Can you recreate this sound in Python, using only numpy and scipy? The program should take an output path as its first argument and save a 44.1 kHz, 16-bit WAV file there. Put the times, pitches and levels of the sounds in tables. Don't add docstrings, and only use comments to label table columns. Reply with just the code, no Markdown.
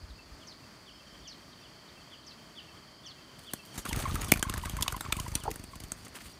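import sys
import numpy as np
from scipy import signal
from scipy.fft import rfft, irfft
from scipy.io import wavfile
from scipy.ndimage import uniform_filter1d

SR = 44100
rng = np.random.default_rng(int(sys.argv[2]) if len(sys.argv) > 2 else 0)


def makeup_ratio(level_db):
    decades = np.asarray(level_db, float) / 20
    return 10 ** decades


def wav_out(sig):
    wavfile.write(sys.argv[1], SR, np.round(np.clip(np.atleast_2d(sig).T, -1, 1) * 32767).astype(np.int16))


N = 281843
TIME_S = np.arange(N) / SR


def noise():
    return rng.standard_normal(N)


def rms_one(x):
    return x / np.sqrt(np.mean(x ** 2) + 1e-20)


def level_in_time(rows):
    s, db = np.transpose(rows)
    return np.interp(TIME_S, s, db)


def coloured(x, spectrum):
    hz, db = np.transpose(spectrum)
    grid_hz = np.maximum(np.arange(N // 2 + 1) * SR / N, 1)
    gain = makeup_ratio(np.interp(np.log(grid_hz), np.log(hz), db))
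    return rms_one(irfft(rfft(x) * gain, N))


def drift(rate_hz):
    r = np.exp(-2 * np.pi * rate_hz / SR)
    return rms_one(signal.lfilter([1], [1, -2 * r, r * r], rng.standard_normal(N + SR))[SR:])


def resonance(x, hz, width_hz):
    r = np.exp(-np.pi * width_hz / SR)
    poles = [1, -2 * r * np.cos(2 * np.pi * hz / SR), r * r]
    return signal.lfilter([(1 - r * r) / 2, 0, (r * r - 1) / 2], poles, x)


def narrow_noise(hz, width_hz):
    return rms_one(resonance(resonance(noise(), hz, width_hz), hz, width_hz))


def add(out, s, piece):
    i = max(round(s * SR), 0)
    out[i:i + len(piece)] += piece[:N - i]


def glide(first_hz, last_hz, length_s, overtone_db):
    u = np.linspace(0, 1, int(length_s * SR))
    phase = 2 * np.pi * np.cumsum(first_hz + (last_hz - first_hz) * u) / SR
    tone = np.sin(phase) + makeup_ratio(overtone_db) * np.sin(2 * phase)
    return np.sqrt(2 * np.sin(np.pi * u)) * tone


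def slides(rows):
    out = np.zeros(N)
    for s, db, first_hz, last_hz, length_s in rows:
        add(out, s, makeup_ratio(db) * glide(first_hz, last_hz, length_s, -30))
    return out


def grains(per_s, spread_db):
    sizes = makeup_ratio(spread_db * np.minimum(rng.exponential(1, N), 4)) * rng.choice([-1, 1], N)
    return rms_one(sizes * (rng.random(N) < per_s / SR))


# start_s, bright_db, slap_hz, slap_db, thump_db
CLAPS = [(3.5344, -16.5, 1400, -31.5, -33.5), (3.852, -24.5, 2620, -35.5, -36.5),
         (3.9279, -20.5, 1900, -24.5, -43), (4.155, -22, 1420, -28, -40), (4.2158, -23, 1880, -30, -40),
         (4.3192, -9, 2390, -19, -15), (4.337, -18, 2280, -33, -33), (4.371, -28, 1400, -32.5, -47),
         (4.427, -12.5, 1510, -18.5, -30), (4.496, -18.5, 2900, -31, -39),
         (4.5388, -22.5, 1520, -26, -37.5), (4.656, -24, 1430, -30, -42), (4.767, -25, 1560, -31.5, -51),
         (4.824, -9.5, 3700, -58, -55), (4.8263, -17, 2930, -24, -38.5), (4.879, -19, 2800, -18.5, -33.5),
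         (4.9225, -21.5, 1340, -27.5, -41), (5.0084, -20.5, 1250, -28, -43), (5.1221, -15, 2370, -20, -35),
         (5.198, -19, 2770, -33.5, -48), (5.3524, -14.5, 3200, -24.5, -37), (5.4018, -34, 3490, -54, -60),
         (5.5126, -23, 2180, -32.5, -44), (5.9189, -21.5, 1400, -35, -41)]
# start_s, bright_db, t60_s
BRUSHES = [(3.392, -38, 0.022), (3.6514, -38, 0.012), (3.7557, -35, 0.039), (3.777, -23.5, 0.13),
           (3.7896, -31, 0.068), (3.8902, -22.5, 0.03), (3.9611, -23, 0.0088), (4.001, -25.5, 0.025),
           (4.116, -50, .044), (4.145, -38, 0.032), (4.245, -23.5, .015), (4.283, -27.5, 0.1),
           (4.394, -25.5, 0.012), (4.577, -24, 0.019), (4.6956, -23, 0.011), (4.8089, -23, 0.013),
           (4.9638, -26.5, 0.014), (5.1666, -25, 0.02), (5.28, -28.5, 0.033), (5.317, -33, .027),
           (5.436, -26.5, 0.014), (5.5576, -26.5, 0.0082), (5.5951, -35, .013), (5.638, -31.5, 0.025),
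           (5.755, -33.5, 0.021), (5.8017, -29.5, 0.02), (5.8366, -31, 0.03), (6.051, -37, 0.057),
           (6.081, -37, .015), (6.153, -35, 0.053)]


def contacts():
    hard = []
    for row in CLAPS:
        t60_s = 0.0087 * makeup_ratio(0.01 * (row[1] + 32))
        hard.append((*row, t60_s))
    slap_hz = rng.uniform(1400, 3200, len(BRUSHES))
    soft = [(s, db, hz, db - 13.5, db - 17, t60_s) for (s, db, t60_s), hz in zip(BRUSHES, slap_hz)]
    return hard + soft


# rise_ms, hold_ms
CLAP_SHAPES = [(1.3, 2.56), (1.5, 3.36), (0.65, 3.9), (0.086, 0.23), (2, 3.3), (0.17, 2.37), (.3, 1.4),
               (1, 4), (0.14, 0.89), (0.43, 3.6), (.2, 1.5), (0.18, 1.8), (.5, 2.1), (0.11, 0.94),
               (1.3, 2.4), (0.24, 2.3), (0.4, 3.6), (0.26, 1.1), (1.1, 4.2), (0.83, 3.8), (0.22, 3.1),
               (.5, 1.8), (0.33, 3.45), (0.083, 1.36)]
# rise_ms, hold_ms
BRUSH_SHAPE = (0.25, 2.07)
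# freq_hz, level_db
CLAP_COLOUR = [(2000, -22), (3500, -6), (5000, -6), (6500, -2), (8500, 0), (12000, -4), (15000, -9),
               (16800, -14)]


def claps():
    out, t = np.zeros(N), np.arange(SR // 12) / SR
    hits = contacts()
    draws = rng.random((len(hits), 2, len(t)))
    hz, db = np.transpose(CLAP_COLOUR)
    grid_hz = np.log(np.arange(len(t) // 2 + 1) * SR / len(t) + 1)
    log_hz = np.log(hz)
    settling = makeup_ratio(-10.5 - 60 * t / 0.06)
    head = slice(0, SR // 200)
    shapes_s = np.clip(CLAP_SHAPES + [BRUSH_SHAPE] * len(BRUSHES), .05, 6) / 1000
    for hit, (size, when), (rise_s, hold_s) in zip(hits, draws, shapes_s):
        s, bright_db, slap_hz, slap_db, thump_db, t60_s = hit
        late = t - hold_s
        shape = makeup_ratio(-60 * np.maximum(late, 0) / np.clip(t60_s, .006, .2)) + settling
        shape = shape * np.minimum(t / rise_s, 1)
        rebound = .5 * np.exp(-((late - .003) / 0.00088) ** 2)
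        thump = rebound - np.exp(-((late - .0011) / 0.00035) ** 2)
        ticks = (when < .16) * np.sign(size - .5) * makeup_ratio(12 * abs(2 * size - 1))
        colour = makeup_ratio(np.interp(grid_hz, log_hz, db + 7 * size[-len(hz):]))
        burst = shape * irfft(rfft(ticks) * colour, len(t))
        slap = resonance(ticks * shape, slap_hz, 0.29 * slap_hz)
        add(out, s, burst / np.std(burst[head]) * makeup_ratio(bright_db - 15.5))
        add(out, s, slap / np.std(slap[head]) * makeup_ratio(slap_db - 9.0))
        add(out, s, thump * makeup_ratio(thump_db + 7.5))
    return out


# start_s, level_db, pitch_hz, t60_s
POCKETS = [(3.5355, -43, 706, 0.024), (3.5357, -25, 11330, .006), (4.3209, -2.5, 2300, .008),
           (4.32, -34, 604, 0.014), (4.3385, -20, 2370, .01), (4.338, -25, 4600, .008),
           (4.4267, -26.5, 3190, 0.023), (4.4275, -19.5, 7070, 0.0088), (4.498, -26, 1250, 0.014),
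           (4.8275, -28, 3480, 0.014), (4.8804, -19.5, 1100, 0.011), (4.8793, -25, 6530, 0.012),
           (5.009, -28, 3650, .01), (5.125, -25, 1310, 0.028), (5.1238, -19, 3570, 0.013),
           (5.1245, -21, 8310, 0.012), (5.3522, -21.5, 5900, 0.015), (5.3528, -16, 9400, 0.01),
           (5.919, -18, 8350, 0.007), (5.92, -23, 6600, 0.0073), (4.6986, -35, 3280, 0.019),
           (5.1995, -35, 3500, .012)]


def pockets():
    out, t = np.zeros(N), np.arange(SR // 30) / SR
    for s, db, hz, t60_s in POCKETS:
        ring = np.sin(2 * np.pi * hz * t) * np.minimum(t / .0005, 1)
        add(out, s, makeup_ratio(db - 60 * t / t60_s) * ring)
    return out


# start_s, level_db
SNAPS = [(3.386, -46), (3.661, -36), (3.9615, -27), (3.9665, -36), (3.991, -25), (4.0005, -27),
         (4.0214, -34), (4.0768, -46), (4.1462, -27), (4.155, -31), (4.213, -25), (4.3183, -1.5),
         (4.3208, -2), (4.912, -34), (5.045, -38), (4.359, -29), (4.3745, -29), (4.395, -35), (5.506, -29),
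         (5.5417, -31), (5.885, -36), (6.049, -34), (6.2541, -48)]


def snaps():
    out, t = np.zeros(N), np.arange(SR // 100) / SR
    for (s, db), hiss in zip(SNAPS, rng.standard_normal((len(SNAPS), len(t)))):
        add(out, s, makeup_ratio(db - 6 - 60 * t / 0.0042) * signal.lfilter([1, -1], [1, -.6], hiss))
    return out


# down_s, down_db, up_lead_s, up_db
BEATS = [(3.784, -33.5, 0.038, -60), (3.93, -28, 0.038, -33.5), (4.011, -44, 0.035, -26.5),
         (4.082, -28.5, 0.039, -27.5), (4.147, -24.5, .025, -26), (4.223, -39, .025, -31),
         (4.289, -31, .036, -37), (4.364, -27.5, 0.046, -36), (4.433, -43, 0.038, -31),
         (4.504, -28.5, .032, -29.5), (4.578, -26.5, .029, -33), (4.663, -31, .034, -40),
         (4.74, -29.5, .035, -50), (4.808, -27, .034, -32), (4.887, -29, 0.036, -36),
         (4.97, -34, .037, -30), (5.056, -36, 0.041, -38), (5.129, -32, .039, -34),
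         (5.207, -30, 0.033, -30), (5.285, -31.5, 0.037, -35), (5.359, -30.5, .034, -30.5),
         (5.441, -36, 0.036, -42), (5.519, -37, 0.037, -31), (5.602, -37.5, 0.04, -43),
         (5.689, -44, 0.044, -43), (5.765, -38, 0.028, -58), (5.844, -36, .029, -43),
         (5.924, -43, 0.036, -47), (6.009, -47, 0.04, -49), (6.167, -56, .075, -55)]


def strokes():
    rows = []
    for s, db, lead_s, up_db in BEATS:
        rows += [(s - lead_s, up_db), (s, db)]
    return rows


def pushes():
    out, t = np.zeros(N), np.arange(-SR // 25, SR // 25) / SR
    for (s, db), (stretch, lean) in zip(strokes(), rng.normal(0, 1, (2 * len(BEATS), 2))):
        u = t / (.0028 * makeup_ratio(1.5 * np.clip(stretch, -2, 2)))
        u = np.where(u > 0, 1.08 * np.log1p(np.abs(u) / 2.9), u)
        add(out, s - .042, makeup_ratio(db + 2.0) * np.exp(-u * u) * np.sin(3.02 * u + 0.79 * lean))
    return out


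# start_s, level_db, pitch_hz, length_s
WHISTLES = [(3.913, -32, 896, 0.0059), (4.004, -33, 700, 0.0082), (4.056, -22.5, 1080, 0.014),
            (4.099, -38, 1216, 0.014), (4.11, -48, 1290, 0.0059), (4.162, -27.5, 1250, 0.008),
            (4.233, -34.5, 1180, 0.0062), (4.275, -33.5, 1140, 0.0048), (4.436, -45, 1350, 0.0061),
            (4.41, -43, 1060, 0.009), (4.451, -34.5, 1090, 0.018), (4.585, -48, 990, .02),
            (4.674, -40, 1117, 0.019), (4.469, -43, 1520, .012), (4.488, -34, 1060, 0.014),
            (4.52, -56, 1110, 0.0096), (4.733, -43, 1005, .01), (4.843, -53, 1150, .01),
            (5.295, -51, 1230, .012), (4.559, -32, 1030, 0.01), (4.638, -32.5, 984, 0.0079),
            (4.723, -47, 1020, 0.01), (4.79, -31, 1044, 0.0064), (4.812, -33, 1050, 0.0061),
            (4.827, -32, 1004, 0.012), (4.901, -45, 970, .012), (4.864, -26.5, 1080, 0.0061),
            (4.945, -29.5, 1030, 0.0117), (4.966, -35, 1010, 0.0092), (5.051, -37, 1260, 0.0064),
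            (5.064, -30.5, 1120, 0.0076), (5.229, -42, 1130, .01), (5.104, -39.5, 916, 0.011),
            (5.158, -36, 1150, 0.0082), (5.188, -32.5, 1028, 0.016), (5.264, -35.5, 990, 0.011),
            (5.34, -38, 910, 0.0089), (5.367, -35, 1290, 0.0072), (5.385, -48, 1060, 0.015),
            (5.736, -37, 1080, 0.0093)]


def whistles():
    out = np.zeros(N)
    for (s, db, hz, length_s), bend in zip(WHISTLES, rng.normal(.04, .03, len(WHISTLES))):
        if length_s > .0175:
            bend = -.07
        first_hz, last_hz, sounding_s = hz * (1 + bend), hz * (1 - bend), max(1.2 * length_s, .009)
        tone = glide(first_hz, last_hz, sounding_s, -13)
        tone = tone + makeup_ratio(-22) * glide(3 * first_hz, 3 * last_hz, sounding_s, -60)
        fade = makeup_ratio(db - 5.5 - np.linspace(0, 3.0, len(tone)))
        add(out, s - .004, fade * signal.windows.tukey(len(tone), .6) * tone)
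    return out * (1 + .3 * drift(150))


# start_s, level_db
WAKE = [(3.38, -55), (3.72, -57.5), (3.78, -55), (3.83, -74), (3.86, -42), (3.92, -46.5), (4.22, -41.5),
        (4.3, -46.5), (4.8, -48.5), (4.9, -50.5), (5.38, -50), (5.6, -55), (6.03, -58.5), (6.39, -61)]
# centre_s, half_length_s, rush_db, rustle_db
GUSTS = [(3.753, 0.015, -51, -60), (3.784, 0.014, -39.5, -67), (3.99, 0.036, -41, -52),
         (6.062, 0.011, -48, -55.5), (6.165, 0.019, -51.5, -63), (6.218, 0.051, -55, -67),
         (6.267, 0.05, -65, -64.5)]


def stirring():
    wake_db = level_in_time(WAKE)
    rush, rustle = makeup_ratio(wake_db), makeup_ratio(wake_db - 11)
    for s, half_s, rush_db, rustle_db in GUSTS:
        swell = np.exp(-((TIME_S - s) / half_s) ** 2)
        rush = rush + makeup_ratio(rush_db) * swell
        rustle = rustle + makeup_ratio(rustle_db) * swell
    return 20 * np.log10(rush), 20 * np.log10(rustle)


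# freq_hz, density_db
RUSH = [(59, -76), (100, 4), (480, -11.5), (615, -11), (749, -12.5), (1130, -12), (1510, -15),
        (2210, -16.5), (5000, -32), (6500, -17), (11000, -120)]
# freq_hz, density_db
RUSTLE = [(1500, -21), (3000, 2.5), (6000, -5), (9000, 3.5), (12000, -7), (15000, -3), (16500, -43)]


def wake():
    rush_db, rustle_db = stirring()
    puffs, t = np.zeros(N), np.arange(SR // 12) / SR
    for s, db in strokes():
        add(puffs, s - .008, makeup_ratio(db - 13.0) * t / 0.0037 * np.exp(-t / 0.0051))
    on = np.clip((TIME_S - 3.38) / 0.0073, 0, 1)
    rush = coloured(noise(), RUSH) * (makeup_ratio(rush_db + 4.0 * drift(49) - 6.0) + puffs)
    rustle = coloured(grains(5000, 3.4), RUSTLE) * makeup_ratio(rustle_db + 3.3 * drift(23) + 3.0)
    hum = rms_one(resonance(noise(), 1206, 260)) * makeup_ratio(rush_db - 11.5 + 8.6 * drift(19))
    hum = hum * (abs(TIME_S - 4.65) < .8)
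    catches = uniform_filter1d(abs(grains(44, 3.3)), size=90) * noise()
    catches = coloured(catches, CLAP_COLOUR) * makeup_ratio(rustle_db - 13.0)
    return on * (rush + rustle + hum + catches)


def ruffles():
    hits, dealt = grains(420, 6.3), rng.integers(0, 8, N)
    rings = np.zeros(N)
    for k, hz in enumerate(np.geomspace(700, 3800, 8)):
        rings += resonance(hits * (dealt == k) + 1e-18, hz, 0.24 * hz)
    return rms_one(rings) * makeup_ratio(stirring()[0] - 13) * (TIME_S > 3.77)


# start_s, level_db, pitch_hz
FLICKS = [(3.86, -41, 2150), (3.944, -32, 1030), (3.967, -38, 1900), (3.984, -39, 1870), (3.991, -35, 1300),
          (4.007, -32.5, 900), (4.022, -31, 2100), (4.041, -46, 1090), (4.076, -37, 2000),
          (4.121, -39, 3200), (4.204, -34, 1000), (4.225, -31, 1600), (4.259, -44, 1110),
          (4.359, -30, 1300), (4.518, -45, 1800), (4.57, -33, 1190), (4.589, -43, 2200), (4.65, -34, 1700),
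          (4.666, -34, 1100), (4.716, -39, 2600), (4.729, -43, 3000), (4.9, -35, 1100), (4.975, -38, 1200),
          (5.051, -36, 2200), (5.072, -42, 1600), (5.088, -44, 980), (5.139, -41, 1080), (5.262, -42, 1105),
          (5.374, -38, 1090), (6.151, -36.5, 1730), (6.164, -36, 1400), (6.205, -40, 2000),
          (6.255, -42.5, 1620)]


def flicks():
    out, t = np.zeros(N), np.arange(SR // 40) / SR
    for (s, db, hz), hiss in zip(FLICKS, rng.standard_normal((len(FLICKS), len(t)))):
        rub = resonance(hiss * abs(hiss) * t * np.exp(-t / .0025), hz, .5 * hz)
        add(out, s, makeup_ratio(db - 11) * rub / np.std(rub[:SR // 120]))
    return out


# start_s, level_db
KNOCKS = [(5.454, -32), (5.457, -25), (5.462, -31), (5.4786, -21.5), (5.48, -31), (5.49, -30), (5.499, -35),
          (5.509, -44)]
# pitch_hz, level_db, t60_s
TWIG = [(451, -8, 0.022), (824, 6, 0.015), (1270, -4, 0.012), (670, -10, 0.015), (310, -20, 0.019)]


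def knocks():
    out, t = np.zeros(N), np.arange(SR // 10) / SR
    for (s, db), mix_db in zip(KNOCKS, rng.normal(0, 2.1, (len(KNOCKS), len(TWIG)))):
        for (hz, level_db, t60_s), own_db in zip(TWIG, mix_db):
            mode = np.sin(2 * np.pi * hz * t) * np.minimum(t / 0.00071, 1)
            add(out, s, makeup_ratio(db - 8.0 + level_db + own_db - 60 * t / t60_s) * mode)
    return out


# start_s, level_db, first_hz, last_hz, length_s
TWANGS = [(5.4605, -43, 1300, 1200, .006), (5.463, -40, 850, 560, 0.011), (5.4785, -26.5, 876, 814, 0.0074),
          (5.479, -35, 445, 423, 0.011), (5.487, -38, 700, 450, 0.0053), (5.49, -41, 1080, 855, 0.0063),
          (5.497, -39, 380, 450, 0.0092), (5.506, -41, 410, 374, 0.0073), (5.514, -50, 340, 180, 0.016)]


def twangs():
    return slides(TWANGS)


# first_s, last_s, gap_s, level_db
TRILL = [(.056, .06, .04, -62), (.53, .84, .0615, -68), (.919, 1.235, .0392, -60), (1.35, 1.48, .042, -62),
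         (1.535, 1.59, .05, -61), (1.69, 1.75, .055, -64), (1.79, 1.91, .038, -62),
         (1.966, 2.08, .0555, -61), (2.197, 2.515, .039, -62), (2.667, 3.0, .0547, -61),
         (3.162, 3.17, .04, -61), (3.217, 3.45, .0385, -61), (3.568, 3.74, .04, -58),
         (3.83, 3.84, .04, -58)]


def trill():
    out = np.zeros(N)
    for first_s, last_s, gap_s, db in TRILL:
        starts_s = np.arange(first_s, last_s, gap_s)
        for s, (change, own_db) in zip(starts_s, rng.standard_normal((12, 2))):
            pitch = 1 + 0.005 * change
            note = glide(3300 * pitch, 3000 * pitch, .022, -40)
            add(out, s - .012, makeup_ratio(db - 1.3 + 1.4 * own_db) * note)
    return out


# first_hz, last_hz, length_s
ACCENT = (3720, 2640, .044)
PIP = (2710, 2630, .024)
PEEP = (5760, 5500, .017)
TICK = (4300, 3300, .019)
# start_s, level_db
ACCENTS = [(.404, -59), (0.863, -55), (1.244, -55), (1.627, -57.5), (2.112, -53.5), (2.562, -49.5),
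           (3.043, -50.5), (3.466, -50), (3.881, -49), (4.276, -50), (5.39, -54.5)]
PIPS = [(0.183, -57), (.627, -63), (1.0, -64), (1.61, -64), (1.97, -61), (2.312, -63), (2.68, -62),
        (3.18, -63), (3.586, -56)]
PEEPS = [(.882, -66), (1.068, -69), (1.193, -66), (1.31, -65), (1.41, -69), (1.5, -65), (1.6, -64),
         (1.69, -71), (3.578, -63), (3.712, -62), (3.82, -59), (6.028, -65), (6.33, -61)]
TICKS = [(.097, -61), (1.522, -63), (1.878, -60), (2.225, -65), (2.595, -64), (3.503, -58)]
# start_s, level_db, first_hz, last_hz, length_s
STRAYS = [(.9, -68, 5220, 5130, .11), (1.09, -66, 5320, 5270, .04), (5.011, -48, 7680, 7620, .014),
          (5.022, -54, 7650, 7600, .026), (4.21, -44, 7000, 6500, .01), (3.104, -54, 3570, 3100, .021)]


def single_notes():
    out = np.zeros(N)
    for slide, times in ((ACCENT, ACCENTS), (PIP, PIPS), (PEEP, PEEPS), (TICK, TICKS)):
        for s, db in times:
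            add(out, s, makeup_ratio(db) * glide(*slide, -62))
    for s, db in ACCENTS:
        add(out, s - .011, makeup_ratio(db - 9) * glide(3200, 3720, .011, -62))
        add(out, s + .056, makeup_ratio(db - 14) * glide(*ACCENT, -62))
    for s, db, first_hz, last_hz, length_s in STRAYS:
        add(out, s, makeup_ratio(db) * glide(first_hz, last_hz, length_s, -62))
    return out


# since_start_s, pitch_hz, level_db
SWOOP = [(0, 7450, -22), (.006, 6290, -0.5), (.013, 5500, 1.5), (.028, 4680, -1), (0.047, 4250, -3.5),
         (.055, 3990, -1.5), (0.065, 3000, -8)]
# start_s, level_db
SWOOPS = [(0.467, -44), (1.271, -43), (2.261, -46), (3.057, -44), (4.263, -46)]


def falling_chirps():
    out = np.zeros(N)
    s, hz, db = np.transpose(SWOOP)
    t = np.arange(0, s[-1], 1 / SR)
    phase = 2 * np.pi * np.cumsum(np.interp(t, s, hz)) / SR
    call = np.sin(phase) * makeup_ratio(np.interp(t, s, db)) * signal.windows.tukey(len(t), .1)
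    for start_s, level_db in SWOOPS:
        add(out, start_s, makeup_ratio(level_db - 4) * call)
    return out


def songbirds():
    return (trill() + single_notes() + falling_chirps()) * (1 + .22 * drift(110))


def far_trill():
    presence = np.interp(TIME_S, [.8, .95, 4.8, 5.2], [.3, 1, 1, .2])
    return narrow_noise(3170, 300) * makeup_ratio(-72 + 4.0 * drift(18)) * presence


def leaves(x, t60_s):
    t = np.arange(SR // 2) / SR
    tail = rng.standard_normal(len(t)) * makeup_ratio(-60 * t / t60_s) * np.minimum(t / 0.0033, 1)
    tail = signal.lfilter([1], [1, -.3], tail)
    return signal.fftconvolve(x, tail / np.sqrt(np.sum(tail ** 2)))[:N]


# pitch_hz, width_hz, level_db
INSECTS = [(4430, 420, -64), (4760, 380, -64)]


def insects():
    return sum(makeup_ratio(db + drift(60)) * narrow_noise(hz, width_hz) for hz, width_hz, db in INSECTS)


# start_s, level_db
WIND = [(0.0, -40), (0.17, -50), (0.45, -53), (3.72, -77), (3.79, -55), (3.83, -59), (3.93, -28),
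        (4.15, -25), (4.29, -33), (4.32, -29), (4.43, -54), (4.47, -28), (5.3, -44), (6.09, -52),
        (6.39, -47)]
# start_s, level_db, first_hz, last_hz, length_s
PUFFS = [(.022, -41.5, 61.5, 55, 0.028), (0.096, -43, 72, 45.7, 0.04), (.31, -47.5, 66, 44, 0.035),
         (1.19, -54, 62, 52, 0.049), (6.25, -52, 75, 45, 0.034)]


def wind():
    band = signal.butter(2, [38, 95], "band", fs=SR, output="sos")
    lumps = rms_one(signal.sosfilt(band, noise()))
    return makeup_ratio(level_in_time(WIND) - 11.5 + 0.56 * drift(12.0)) * lumps + slides(PUFFS)


# freq_hz, density_db
FOREST = [(24, -39), (40, -4), (151, 0.5), (340, -3), (500, -9.5), (630, -5), (760, -10.5), (1180, -7),
          (1410, -11), (1950, -10.5), (2840, -16.5), (3140, -15), (3740, -18), (4080, -21.5), (4570, -46),
          (5180, -16), (10700, -27.5), (14800, -32.5), (16000, -21)]


def forest_hush():
    return makeup_ratio(-54.5 + 0.82 * drift(4.6)) * coloured(noise(), FOREST)


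def scene():
    strikes = claps() + knocks() + pockets() + snaps()
    tones, rubs, birds = whistles(), flicks(), songbirds()
    dove = strikes + tones + rubs + pushes() + wake() + ruffles() + twangs()
    scatter = makeup_ratio(-20) * leaves(strikes, .15) + makeup_ratio(-6) * leaves(birds, .2)
    scatter = scatter + makeup_ratio(-16.5) * leaves(tones + rubs, 0.065)
    background = far_trill() + insects() + wind() + forest_hush()
    return (dove + birds + scatter + background)[None]


def band_limit(x):
    return signal.sosfilt(signal.butter(12, 16830, fs=SR, output="sos"), x)


def record(dry):
    x = signal.sosfilt(signal.butter(3, 40, "high", fs=SR, output="sos"), dry)
    x = signal.sosfilt(signal.cheby2(10, 24, 15750, fs=SR, output="sos"), x)
    x = signal.sosfilt(signal.cheby2(12, 50, 17150, fs=SR, output="sos"), x)
    return band_limit(x)


dry = scene()
out = record(dry)
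wav_out(out)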